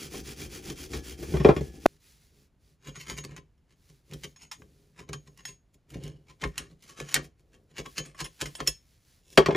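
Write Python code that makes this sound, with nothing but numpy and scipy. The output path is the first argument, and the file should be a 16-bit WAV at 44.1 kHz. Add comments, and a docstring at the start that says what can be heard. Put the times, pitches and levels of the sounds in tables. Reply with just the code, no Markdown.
"""Cleaning a rusty casting

Close up, a wire brush (filtered slips) scrubs iron to and fro; knocks (bench modes, contact noise) turn it over.
After an abrupt cut a gloved hand swishes (smooth noise) and a steel rod scrapes and picks off the crust
(gritty bursts that ring metal modes), while each push rumbles the bench (filtered low grit).
Knocks on the bench close it, all over faint workshop air (filtered noise)."""
import sys
import numpy as np
from scipy import signal
from scipy.fft import rfft, irfft, next_fast_len
from scipy.io import wavfile
from scipy.ndimage import uniform_filter1d

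SR = 44100
rng = np.random.default_rng(int(sys.argv[2]) if len(sys.argv) > 2 else 0)


def transcribe(u):
    """Save the signal u as a 16-bit wav file named by the first command-line argument.

    u: samples, shape (n,) or (channels, n), limited to [-1, 1]; the rate is SR.
    q: integer samples, one column per channel.
    """
    v = np.clip(np.atleast_2d(u).T, -1, 1)
    q = np.round(v * 32767).astype(np.int16)
    wavfile.write(sys.argv[1], SR, q)


N = 421596
TIME = np.arange(N) / SR
AFTER = np.arange(SR * 3 // 5) / SR  # seconds after a blow
AROUND = np.arange(-SR // 2, SR // 2) / SR  # seconds around a stroke's hardest pressure

# All table levels are relative; later gains place them in the mix.
# A treble tilt is in dB per threefold rise of (frequency + 500 Hz), pivoting at 3500 Hz.

# Brush strokes, each lasting until the next turn: [start t/s, level/dB, brightness 0-1, bench push level/dB]
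BRUSHING = [(-.04, -42.5, .5, -44), (.095, -43, .75, -40), (.229, -44, .4, -44.5), (.356, -43, .65, -40.5),
            (.487, -44.5, .35, -44), (.62, -44, .4, -38.5), (.748, -44, .55, -45), (.885, -45, .5, -37),
            (1.016, -45.5, .55, -45), (1.165, -50, .7, -40), (1.26, -47, .8, -34), (1.42, -51, .5, -34.5),
            (1.53, -53, .6, -37), (1.605, -55.5, .7, -46), (1.715, -57.5, .5, -45), (1.795, -54, .8, -47)]
# Spectrum of bristles on iron: [f/Hz, level/dB]
BRISTLES = [(300, -21), (700, -9), (1400, -2), (2100, 1.5), (3300, 1.5), (3900, -3.5), (4900, 2.5),
            (5900, 0), (7200, -2), (8500, -2), (11000, -5.5), (13500, -7), (15800, -7.5)]
# Tones that the bristles excite: [f/Hz, level/dB, t60 t/s]
BRUSH_TONES = [(2320, -3.5, .08), (3150, 1.5, 0.1), (5230, -6.5, 0.074), (6180, -2.5, 0.13),
               (10600, -11, 0.076)]
# Bench rumble spectrum under the brush: [f/Hz, level/dB]
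SHAKE = [(15, -37), (25, -11.5), (62, 4), (102, -7.5), (149, -2), (244, -9), (278, -3.5), (382, -4),
         (525, -14.5), (599, -26.5), (800, -19), (1040, -53.5), (1760, -120)]
# Workshop background spectrum: [f/Hz, level/dB]
AIR = [(12, -12), (25, 4), (58, 7), (100, 1), (155, -3), (400, -15), (950, -23.5), (2200, -28.5),
       (6000, -36), (9000, -37), (15500, -43)]
# Decay of the room tail: [f/Hz, t60 t/s]
ROOM = [(100, 0.43), (500, 0.043), (2000, 0.2), (6000, 0.18), (15000, 0.028)]
# Spectrum of close reflections that differ between the ports: [f/Hz, level/dB]
NEAR = [(80, -21.5), (300, -8.5), (600, -1.5), (1300, 8), (2100, -9.5), (4000, -16), (8000, -12.5),
        (15000, -5)]
# Casting bumps the bench: [t/s, thud level/dB, twice the swell time constant t/s, bass weight level/dB,
# clack level/dB, clack t60 t/s, clack treble tilt/dB, ring level/dB]
BUMPS = [(0.14, -38.5, 0.0087, 6, -37.5, 0.036, -31, -66), (.700, -46, 0.0082, 17, -34, 0.033, -0.5, -62),
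         (0.933, -32.5, .02, -7, -37, 0.17, -2, -42.5), (1.225, -33, 0.01, -18, -47, 0.38, 3, -53),
         (1.338, -18, 0.011, 12.5, -39, 0.19, -17, -63), (1.369, -40, 0.0039, 0, -32.5, 0.027, -17, -44.5),
         (1.399, -22.5, 0.014, 17, -38.5, 0.19, -15, -45),
         (1.447, -4, 0.0037, -1.5, -15.5, 0.071, -22.5, -33.5),
         (1.487, -7, 0.0042, 4, -20.5, 0.12, -22, -43), (1.564, -24.5, 0.0036, 9.5, -36.5, 0.1, -9, -41),
         (1.608, -28, .004, 14.5, -45.5, 0.09, -1, -56), (1.857, -2.5, 0.0023, -8, -23, 0.079, -19, -60.5),
         (9.375, -2, 0.011, -4.5, -8, 0.054, -9, -30), (9.460, -28.5, 0.0032, 7, -19, 0.051, -12, -39.5),
         (9.485, -14, 0.0027, -1, -35, 0.062, -13, -55), (9.508, -36, 0.0038, -3, -27.5, 0.038, -17, -42.5),
         (9.523, -24, 0.0044, 2, -42, 0.095, -11, -53), (9.549, -21.5, 0.0034, 0, -23, 0.025, -21, -26)]
# Modes of the bench top: [f/Hz, level/dB, t60 t/s]
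BENCH = [(59, -20.5, .16), (79, -22, 0.1), (119.6, -27, 0.035), (152, -6, 0.095), (213, -13.5, 0.097),
         (282, -4.5, 0.058), (386.5, 0, 0.11), (433, -6, 0.11), (578, -11, 0.067), (663, -18.5, 0.074),
         (886, -21, 0.023), (1100, -19, 0.023)]
# Modes of the whole casting when knocked: [f/Hz, level/dB, t60 t/s]
CASTING = [(1114, -0.5, .16), (1700, -11, 0.9), (1840, 5.5, 0.097), (2150, 3, .12), (2400, -2, .15),
           (3280, -3.5, 0.2), (3400, -0.5, 0.15), (3980, -5.5, .06), (5375, -8, 0.25)]
# Spectrum of the dull rattle in a knock: [f/Hz, level/dB]
RATTLE = [(30, -24), (75, -2.5), (160, -6.5), (330, 9), (620, 4.5), (950, -7), (1500, -16.5), (4000, -56.5)]
# Spectrum of steel on rust: [f/Hz, level/dB]
CRUST = [(250, -20.5), (750, -7.5), (1100, -1), (1450, -1), (2200, 4.5), (3000, 0.5), (3900, 0), (5500, -1),
         (7000, -0.5), (9000, -4.5), (11500, -10.5), (14000, -10.5), (15000, -21), (15800, -30)]
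# Brief contact resonances, each nudged off its pitch at every touch: [centre f/Hz, level/dB, t60 t/s]
CONTACT = [(1077, 2, 0.064), (1820, 0, 0.039), (2195, -5.5, 0.012), (2804, 0, 0.058), (3130, 1.5, 0.085),
           (3900, -7, 0.012), (4100, -1.5, 0.028), (5290, -11.5, 0.016), (6100, -3.5, 0.054),
           (6304, 3, 0.01), (8600, -4, 0.031)]
# Gloved hand slides on the iron: [start t/s, length t/s, level/dB, bench push level/dB]
RUBS = [(1.807, 0.19, -67, -67), (1.982, 0.21, -61.5, -72.5), (2.144, 0.18, -66.5, -75),
        (2.286, 0.21, -68.5, -67), (2.586, 0.19, -71.5, -73), (3.741, 0.31, -69.5, -78.5),
        (4.03, 0.34, -63, -69), (4.52, 0.49, -72.5, -66.5), (5.05, 0.56, -75.5, -68),
        (6.05, 0.88, -79.5, -71.5), (7.355, 0.43, -82.5, -70), (7.815, 0.2, -60, -72),
        (8.216, 0.63, -60.5, -74), (8.797, 0.24, -69.5, -78), (8.993, .25, -66.5, -80)]
# Spectrum of rubber on iron: [f/Hz, level/dB]
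GLOVE = [(500, -19), (1200, -9.5), (2100, -4), (3000, -5), (4500, -2.5), (7000, -5), (9000, -5.5),
         (14000, -8.5), (15800, -11.5)]
# Bench rumble spectrum under rod and hand, casting flat: [f/Hz, level/dB]
JUDDER = [(15, -44), (25, -25.5), (59, -0.5), (96, -13.5), (145, 3), (185, -11.5), (247, -12.5), (290, -11),
          (360, -14.5), (405, -8), (475, -21.5), (525, -16), (616, -27.5), (800, -31.5), (1040, -58.5),
          (1760, -120)]
# The same with the casting tipped on its edge: [f/Hz, level/dB]
JUDDER_TILTED = [(15, -43.5), (25, -22.5), (49, 1.5), (91, -15), (145, 7), (185, -8), (423, -4),
                 (468, -9.5), (518, -6), (607, -18), (672, -14), (800, -22), (1040, -60), (1760, -120)]
# Rod snaps through a flake and hits iron: [t/s, crack level/dB, crack t60 t/s, treble tilt/dB, ring level/dB]
PICKS = [(1.965, -61, 0.02, -1, -85.5), (3.100, -45, .05, 0, -49), (3.24, -37, .018, 4, -62.5),
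         (3.249, -30.5, 0.0094, 0, -54.5), (3.364, -38.5, 0.018, -1.5, -57.5),
         (3.578, -71.5, 0.014, -0.5, -81.5), (4.112, -47, 0.02, 0.5, -62), (4.135, -37, 0.029, 2.5, -54),
         (4.361, -54.5, 0.069, -7, -53), (4.418, -62, .05, 4, -50.5), (4.514, -38, 0.11, -1.5, -40),
         (4.620, -44.5, 0.011, -11, -73.5), (5.09, -40.5, 0.039, -4, -66), (5.131, -30.5, 0.043, -5, -45),
         (5.4523, -32.5, 0.019, -6, -36), (5.375, -47.5, 0.016, 6, -66), (6.037, -40.5, 0.026, 4, -55),
         (6.078, -41, 0.011, 0, -59), (6.438, -26, 0.028, -9.5, -45), (6.579, -22.5, 0.02, 4.5, -35.5),
         (6.824, -51, 0.019, 8.5, -65.5), (7.125, -34, 0.014, -2, -49), (7.1424, -10, 0.021, 5.5, -31),
         (7.153, -20.5, 0.032, -2.5, -44.5), (7.163, -21, 0.019, -5.5, -39.5), (7.989, -39, .024, 8, -56),
         (8.059, -48.5, 0.028, 7, -53), (8.146, -47.5, 0.077, -27, -56.5),
         (8.205, -41.5, 0.031, -12, -49.5), (8.243, -40, 0.052, 2, -36.5), (8.406, -49, 0.028, 6, -63.5),
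         (8.457, -34, 0.061, -2, -41), (8.552, -30, 0.01, -4.5, -39), (8.603, -25, 0.026, -10.5, -55),
         (8.6739, -19, 0.046, 6.5, -18)]
# Modes of the steel and iron in contact: [f/Hz, level/dB, t60 t/s]
METAL = [(1033, -11.5, 0.094), (1118, -9, 0.055), (1730, -10, 0.14), (2126, -22, 0.054), (2790, -12.5, .08),
         (3170, -4.5, .06), (3380, -9.5, .12), (4000, -17, 0.069), (5370, -2, 0.1), (5350, -10, 0.087),
         (5790, -19.5, .08), (6750, -10, 0.07), (6900, -11.5, 0.032), (7710, -17.5, 0.038),
         (8260, -9, 0.18), (10040, -10.5, 0.1), (11900, -15.5, .07), (12900, -17.5, .07)]
# Level of the rod's high note, which sings only while the rod is held loosely: [t/s, level/dB]
GRIP = [(2.7, 0.5), (3.15, -7), (3.3, -15.5), (4.2, -18), (4.4, -0.5), (4.52, -17), (5.0, -11),
        (5.45, -5.5), (5.9, -20), (7.8, -23), (8.0, -14), (8.3, -25)]
# Rod strokes: [hardest pressure t/s, level/dB, length t/s, treble tilt/dB, bench push level/dB]
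STROKES = [(2.875, -44.5, 0.28, -2.5, -43.5), (2.964, -42.5, 0.13, -5, -50.5),
           (3.008, -44.5, 0.29, 1.5, -58), (3.1, -35.5, 0.27, -1.5, -38.5), (3.182, -37.5, 0.16, -0.5, -44),
           (3.241, -43, 0.064, -5, -38.5), (3.31, -56, 0.5, -6, -48), (3.376, -45.5, 0.11, -5.5, -52),
           (3.712, -65.5, 0.28, -2, -68), (3.897, -61.5, 0.15, 3, -58.5), (4.125, -54.5, 0.25, -9.5, -41),
           (4.242, -37, .11, -1.5, -39.5), (4.425, -51.5, 0.3, -1.5, -61), (4.603, -64, 0.35, 11, -52.5),
           (4.995, -46.5, 0.22, -4.5, -45.5), (5.089, -59, .1, -7, -38), (5.139, -46, 0.15, -6, -43),
           (5.275, -56, 0.099, -1.5, -51.5), (5.396, -53, 0.18, -5, -66.5), (5.484, -46, 0.26, 0, -55),
           (5.744, -59.5, 0.081, 8, -61), (5.907, -51.5, 0.11, 6.5, -65), (5.945, -50, 0.28, -1, -36.5),
           (6.048, -52.5, 0.6, -4, -42.5), (6.302, -52, 0.2, -4, -59.5), (6.42, -39, 0.1, -4.5, -37.5),
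           (6.443, -32, 0.13, -15, -32), (6.477, -58, 0.24, 6, -63), (6.594, -44.5, 0.37, -5, -46),
           (6.712, -61, 0.22, -2, -56), (6.838, -54.5, 0.25, 2.5, -63.5), (6.898, -46.5, 0.28, -0.5, -56),
           (7.001, -37.5, 0.21, -2.5, -39), (7.105, -44.5, .55, -0.5, -64),
           (7.165, -36.5, 0.24, -14, -33.5), (7.245, -48, 0.15, 5, -55), (7.398, -68, .16, 2, -71.5),
           (7.544, -58, 0.18, -2, -61), (7.709, -63.5, 0.18, -1.5, -60), (7.787, -33.5, .17, -3.5, -35.5),
           (7.86, -39.5, 0.073, -6, -47), (7.982, -28, 0.12, -1, -34.5), (8.058, -52, 0.46, -0.5, -54),
           (8.205, -32, 0.16, -2, -39), (8.256, -39, 0.12, -4, -52.5), (8.416, -26.5, 0.11, -1, -32.5),
           (8.464, -47, 0.23, -5, -51), (8.604, -37, 0.14, -10, -35), (8.669, -39.5, 0.074, -4, -35.5),
           (9.332, -53, 0.69, 6.5, -58.5)]
# Phase lead of the left microphone port over the right: [f/Hz, phase/rad]
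PORT_PHASE = [(0, 0), (500, -.1), (1030, .1), (1290, -.3), (1810, -.25), (2200, 0), (3150, .5), (3700, .2),
              (5000, .1), (7000, 0), (7600, -.7), (8500, -3.14), (9700, -6.2), (10500, -6.35),
              (12000, -9.42), (13600, -12.5), (14500, -12.7), (15300, -15.6)]
# Balance of the ports: [f/Hz, left over right level/dB]
PORT_BALANCE = [(60, -0.5), (110, -0.5), (200, 0), (380, 2.5), (700, 1.5), (1290, 1.5), (2380, 0),
                (4400, -1), (8120, 0), (15000, -0.5)]

CHANGE_S, TIPPED_S = 1.863, 6.85  # brush cuts to rod; casting tipped on its edge (s)
TURN_DB, SWING_POWER = -16.5, 1.4  # bristle level left at a turn; how sharply it swells with hand speed
TRAILING_S, TRAILING_TURN_DB = 1.21, -7.5  # from here the brush only trails and dips less at its turns
TUFTS_DB = 1  # rms level wander as whole tufts catch on the rough casting and spring free
LEAN_SHARE, LAG_S = 0.34, 0.0082  # share of push kept at the turns; delay of the bench's answer (s)
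RISE_SHARE = 0.44  # part of a stroke spent building up pressure, out of a 60 dB rise and fall
SETTLE_T60 = 0.062  # added to the fall of the push: the casting rocks on after the stroke (s)
SING_HZ, SING_T60 = 6640, 0.21  # the rod's long high note (Hz, s)
AIR_DB = -66
LOW_CUT_HZ, EDGE_HZ = 36, 15850  # the microphone loses the deepest bass; upper band limit


def amp(db):
    """Decibels to gain."""
    return 10 ** (np.asarray(db) / 20)


def unit(x):
    """Scales to rms 1."""
    return x / np.sqrt(np.mean(x ** 2) + 1e-20)


def read(points, hz):
    """Reads a spectrum table on a log-frequency axis."""
    f, value = np.transpose(points)
    return np.interp(np.log(hz + 1), np.log(f + 1), value)


def curve(rows, axis=1):
    """One column of a control table at every sample."""
    rows = np.asarray(rows)
    return np.interp(TIME, rows[:, 0], rows[:, axis])


def add(mix, s, sound):
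    """Mixes a sound in at s seconds."""
    part = mix[max(round(s * SR), 0):][:len(sound)]
    part += sound[:len(part)]


def fade(t60):
    """Exponential decay after a blow, falling 60 dB in t60 seconds."""
    return np.exp(-np.log(1000) * AFTER / t60)


def colour(x, spectrum, bright_db=0, size=4096):
    """Causal minimum-phase filter of unit energy; bright_db tilts the treble against the mids."""
    hz = abs(np.fft.fftfreq(size, 1 / SR))
    tilt_db = bright_db * np.log((hz + 500) / 4000) / np.log(3)
    log_gain = np.log(amp(read(spectrum, hz) + tilt_db))
    response = np.exp(np.conj(signal.hilbert(log_gain)))
    taps = np.fft.ifft(response).real[:size // 2]
    return signal.fftconvolve(x, taps / np.linalg.norm(taps))[:len(x)]


def ring(modes, scatter_db):
    """Dying modes at a nominal starting rms of 1; their shares depend on the spot that is touched."""
    hz, db, t60 = np.transpose(modes)[:, :, None]
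    share = amp(db + scatter_db * rng.standard_normal(db.shape))
    waves = np.sin(2 * np.pi * (hz * AFTER + rng.random(hz.shape))) * fade(t60)
    return (share * waves).sum(0) / np.sqrt((share ** 2).sum() / 2)


def excite(x, modes):
    """Lets a rubbing force ring a set of modes, at unit energy gain."""
    response = ring(modes, 2)
    return signal.fftconvolve(x, response / np.linalg.norm(response))[:len(x)]


def grit(count, per_s, spread_db, hiss, size=900):
    """Tiny slips of uneven size over a fine hiss, at a steady mean power."""
    happens = rng.random(count) < per_s / SR
    sign = rng.choice([-1, 1], count)
    slips = happens * sign * amp(spread_db * np.minimum(rng.exponential(1, count), 4))
    x = unit(slips) + hiss * rng.standard_normal(count)
    return x / np.sqrt(uniform_filter1d(x ** 2, size) + 1e-9)


def brush():
    """Thousands of wire tips flick over the iron; the hand swings to and fro and leans on the bench."""
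    starts, db, bright, push_db = np.transpose(BRUSHING)
    turns = np.interp(TIME, np.append(starts, CHANGE_S + .04), np.arange(len(starts) + 1))
    stroke = np.minimum(turns.astype(int), len(starts) - 1)
    speed = abs(np.sin(np.pi * turns)) ** SWING_POWER
    rest = amp(np.where(TIME < TRAILING_S, TURN_DB, TRAILING_TURN_DB))
    level = amp(db[stroke]) * (rest + (1 - rest) * speed)

    tufts = amp(TUFTS_DB * unit(uniform_filter1d(rng.standard_normal(N), size=220)))
    flicks = grit(N, 9000, 3.9, 0.57) * tufts
    bright = np.clip(bright[stroke], 0, 1)
    dull_hiss = colour(flicks, BRISTLES, -0.34)
    bright_hiss = colour(flicks, BRISTLES, 1.2)
    hiss = (1 - bright) * dull_hiss + bright * bright_hiss
    tones = amp(-11.5) * excite(level * flicks, BRUSH_TONES)

    lean = amp(push_db[stroke]) * (LEAN_SHARE + (1 - LEAN_SHARE) * speed)
    push = np.interp(TIME - LAG_S, TIME, lean)
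    return level * hiss + tones + rumble(push, SHAKE)


def rumble(push, spectrum):
    """The casting shifts and judders on the bench under a push."""
    return colour(grit(N, 500, 5, .5, size=900) * push, spectrum)


def air():
    """The quiet background of the workshop, nearly alike at both ports."""
    shared, left, right = (colour(rng.standard_normal(N), AIR) for _ in range(3))
    return amp(AIR_DB) * (shared + .25 * np.array([left, right]))


def room(x, wet_db=-17, near_db=-14):
    """Close reflections off the bench differ between the ports, most in the mids; a short tail follows."""
    taps = rng.standard_normal((2, len(AFTER))) * (AFTER > .004)
    hz, t, z = signal.stft(taps, SR, nperseg=256)
    decay = amp(-60 * t / read(ROOM, hz)[:, None])
    tail = signal.istft(z * decay, SR, nperseg=256)[1]
    tail = tail[0] + 0.5 * tail  # mostly shared by the ports
    near = colour(taps[0] * fade(.084), NEAR)
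    side = amp(near_db) * signal.fftconvolve(x, near / np.linalg.norm(near))[:N]
    wet = signal.fftconvolve(x[None], tail / np.linalg.norm(tail[0]), axes=1)[:, :N]
    return x + np.array([side, -side]) + amp(wet_db) * wet


def knocks(rows):
    """Iron clacks on the bench, whose top answers with a thud: deep when laid flat, tight on a corner."""
    out = np.zeros(N)
    hz, db, t60 = np.transpose(BENCH)[:, :, None]
    modes = amp(db) * np.sin(2 * np.pi * hz * AFTER) * fade(t60)
    modes[::2] *= -1  # neighbouring modes move in opposite senses
    lowness = np.clip(np.log2(300 / hz), 0, 1)  # full bass weight below 150 Hz, none above 300 Hz
    for s, thud_db, swell_s, bass_db, clack_db, clack_t60, bright_db, ring_db in rows:
        top = (modes * amp(bass_db * lowness)).sum(0)
        rattle = colour(rng.standard_normal(len(AFTER)), RATTLE, -bass_db) * fade(.12)
        onset = 1 - np.exp(-AFTER / max(swell_s / 2, .0003))
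        thud = (top + amp(-5.5) * rattle) * onset
        add(out, s, amp(thud_db + 0.5) * thud)
        clack = amp(clack_db) * crack(clack_t60, bright_db)
        add(out, s, clack + amp(ring_db) * ring(CASTING, 2.9))
    return out


def crack(t60, bright_db):
    """A brittle burst of contact noise whose force dies away from the first instant."""
    burst = grit(len(AFTER), 5000, 9.2, 0.87, size=90) * fade(max(t60, .008))
    return contact(burst, bright_db) * amp(1.5)


def contact(force, bright_db, resonance_db=-7, shift=0.027):
    """Force at one spot of the crust; no two spots resonate quite alike."""
    direct = scatter(colour(force, CRUST, bright_db), wet_db=-4.5, t60=.03)
    modes = [(hz * np.exp(shift * rng.standard_normal()), db, t60) for hz, db, t60 in CONTACT]
    resonance = amp(resonance_db) * excite(direct, modes) / 2
    return amp(-2.0) * (direct + resonance)


def scatter(x, wet_db=0, t60=0.012, size=1200):
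    """Each tiny blow echoes to and fro inside the iron for some milliseconds."""
    echoes = rng.standard_normal(size) * fade(t60)[:size]
    response = amp(wet_db) * echoes / np.linalg.norm(echoes) + signal.unit_impulse(size)
    return signal.fftconvolve(x, response / np.linalg.norm(response))[:len(x)]


def glove():
    """Soft, smooth swishes of rubber on metal, as loud as the hand is fast."""
    speed = np.zeros(N)
    for s, length, db, _ in RUBS:
        add(speed, s, amp(db) * swell(length))
    return colour(grit(N, 3000, 3.5, 0.9), GLOVE) * speed


def swell(length):
    """One smooth slide of the hand: half a sine."""
    return np.sin(np.linspace(0, np.pi, round(max(length, .02) * SR)))


def rocking(flat_db=2, tipped_db=1):
    """Each stroke of the rod and each slide of the hand pushes the casting against the bench."""
    push = np.zeros(N)
    for s, _, length, _, push_db in STROKES:
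        add(push, s + LAG_S + AROUND[0], amp(push_db) * press(AROUND, length, SETTLE_T60))
    for s, length, _, push_db in RUBS:
        add(push, s, amp(push_db) * swell(length))
    flat = amp(flat_db) * rumble(push, JUDDER)
    tipped = amp(tipped_db) * rumble(push, JUDDER_TILTED)
    return np.where(TIME < TIPPED_S, flat, tipped)


def press(t, length, linger=0):
    """Pressure of one rod stroke: it builds up until t = 0, then lets go."""
    length = max(length, .03)
    rise = -t / (RISE_SHARE * length)
    fall = t / ((1 - RISE_SHARE) * length + linger)
    return np.exp(-np.log(1000) * np.where(t < 0, rise, fall))


def clinks():
    """A flake cracks off, the rod strikes bare iron and both ring; a clean strike favours the high modes."""
    out, freedom_db = np.zeros(N), curve(GRIP)
    # modes below 5 kHz lose 7 dB per octave
    struck = [(hz, db + 7.0 * min(np.log2(hz / 5000), 0), t60) for hz, db, t60 in METAL]
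    for s, crack_db, t60, bright_db, ring_db in PICKS:
        note = amp(freedom_db[round(s * SR)]) * ring([(SING_HZ, 0, SING_T60)], 0)
        ringing = (ring(struck, 3.5) + note) * np.minimum(AFTER / 0.0018, 1)  # 1.8 ms onset
        add(out, s, amp(crack_db) * crack(t60, bright_db) + amp(ring_db) * ringing)
    return out


def scraping(lumps_db=2):
    """The rod's tip grinds through the crust in short strokes and keeps the metal ringing."""
    rasp = np.zeros(N)
    for s, db, length, bright_db, _ in STROKES:
        # the tip catches on lumps of rust
        lumps = unit(uniform_filter1d(rng.standard_normal(len(AROUND)), size=260))
        pressure = amp(db + lumps_db * lumps) * press(AROUND, length)
        force = pressure * grit(len(AROUND), 1300, 4.44, 0.54, size=800)
        add(rasp, s + AROUND[0], contact(force, bright_db))
    note = excite(rasp * amp(curve(GRIP)), [(SING_HZ, 0, SING_T60)])
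    return rasp + amp(-15.5) * excite(rasp, METAL) + amp(-3) * note


def scene():
    """The brushing stops dead in mid-knock and the scraping side takes over; the air runs through."""
    brushed = brush() + knocks([row for row in BUMPS if row[0] < CHANGE_S])
    late_knocks = knocks([row for row in BUMPS if row[0] > CHANGE_S])
    scraped = glove() + rocking() + clinks() + scraping() + late_knocks
    change = .5 + .5 * np.tanh((TIME - CHANGE_S) / .00001)
    return (1 - change) * room(brushed) + change * room(scraped) + air()


def record(dry):
    """The two ports drift out of phase in the treble; peaks are rounded off; then the band limit."""
    size = next_fast_len(N + 4096)
    hz = np.fft.rfftfreq(size, 1 / SR)
    low_cut = signal.butter(2, LOW_CUT_HZ, "high", fs=SR, output="sos")
    dry = signal.sosfilt(low_cut, dry)
    lead = np.interp(hz, *np.transpose(PORT_PHASE))
    left = amp(read(PORT_BALANCE, hz) / 2) * np.exp(1j * lead / 2)  # each port takes half the difference
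    ports = irfft(rfft(dry, size) * np.array([left, 1 / left]), size)[:, :N]
    rounded = ports / (1 + ports ** 4) ** (1 / 4)
    band_limit = signal.firwin(511, EDGE_HZ, window=("kaiser", 9), fs=SR)
    return signal.oaconvolve(rounded, band_limit[None], "same")


dry = scene()
out = record(dry)
transcribe(out)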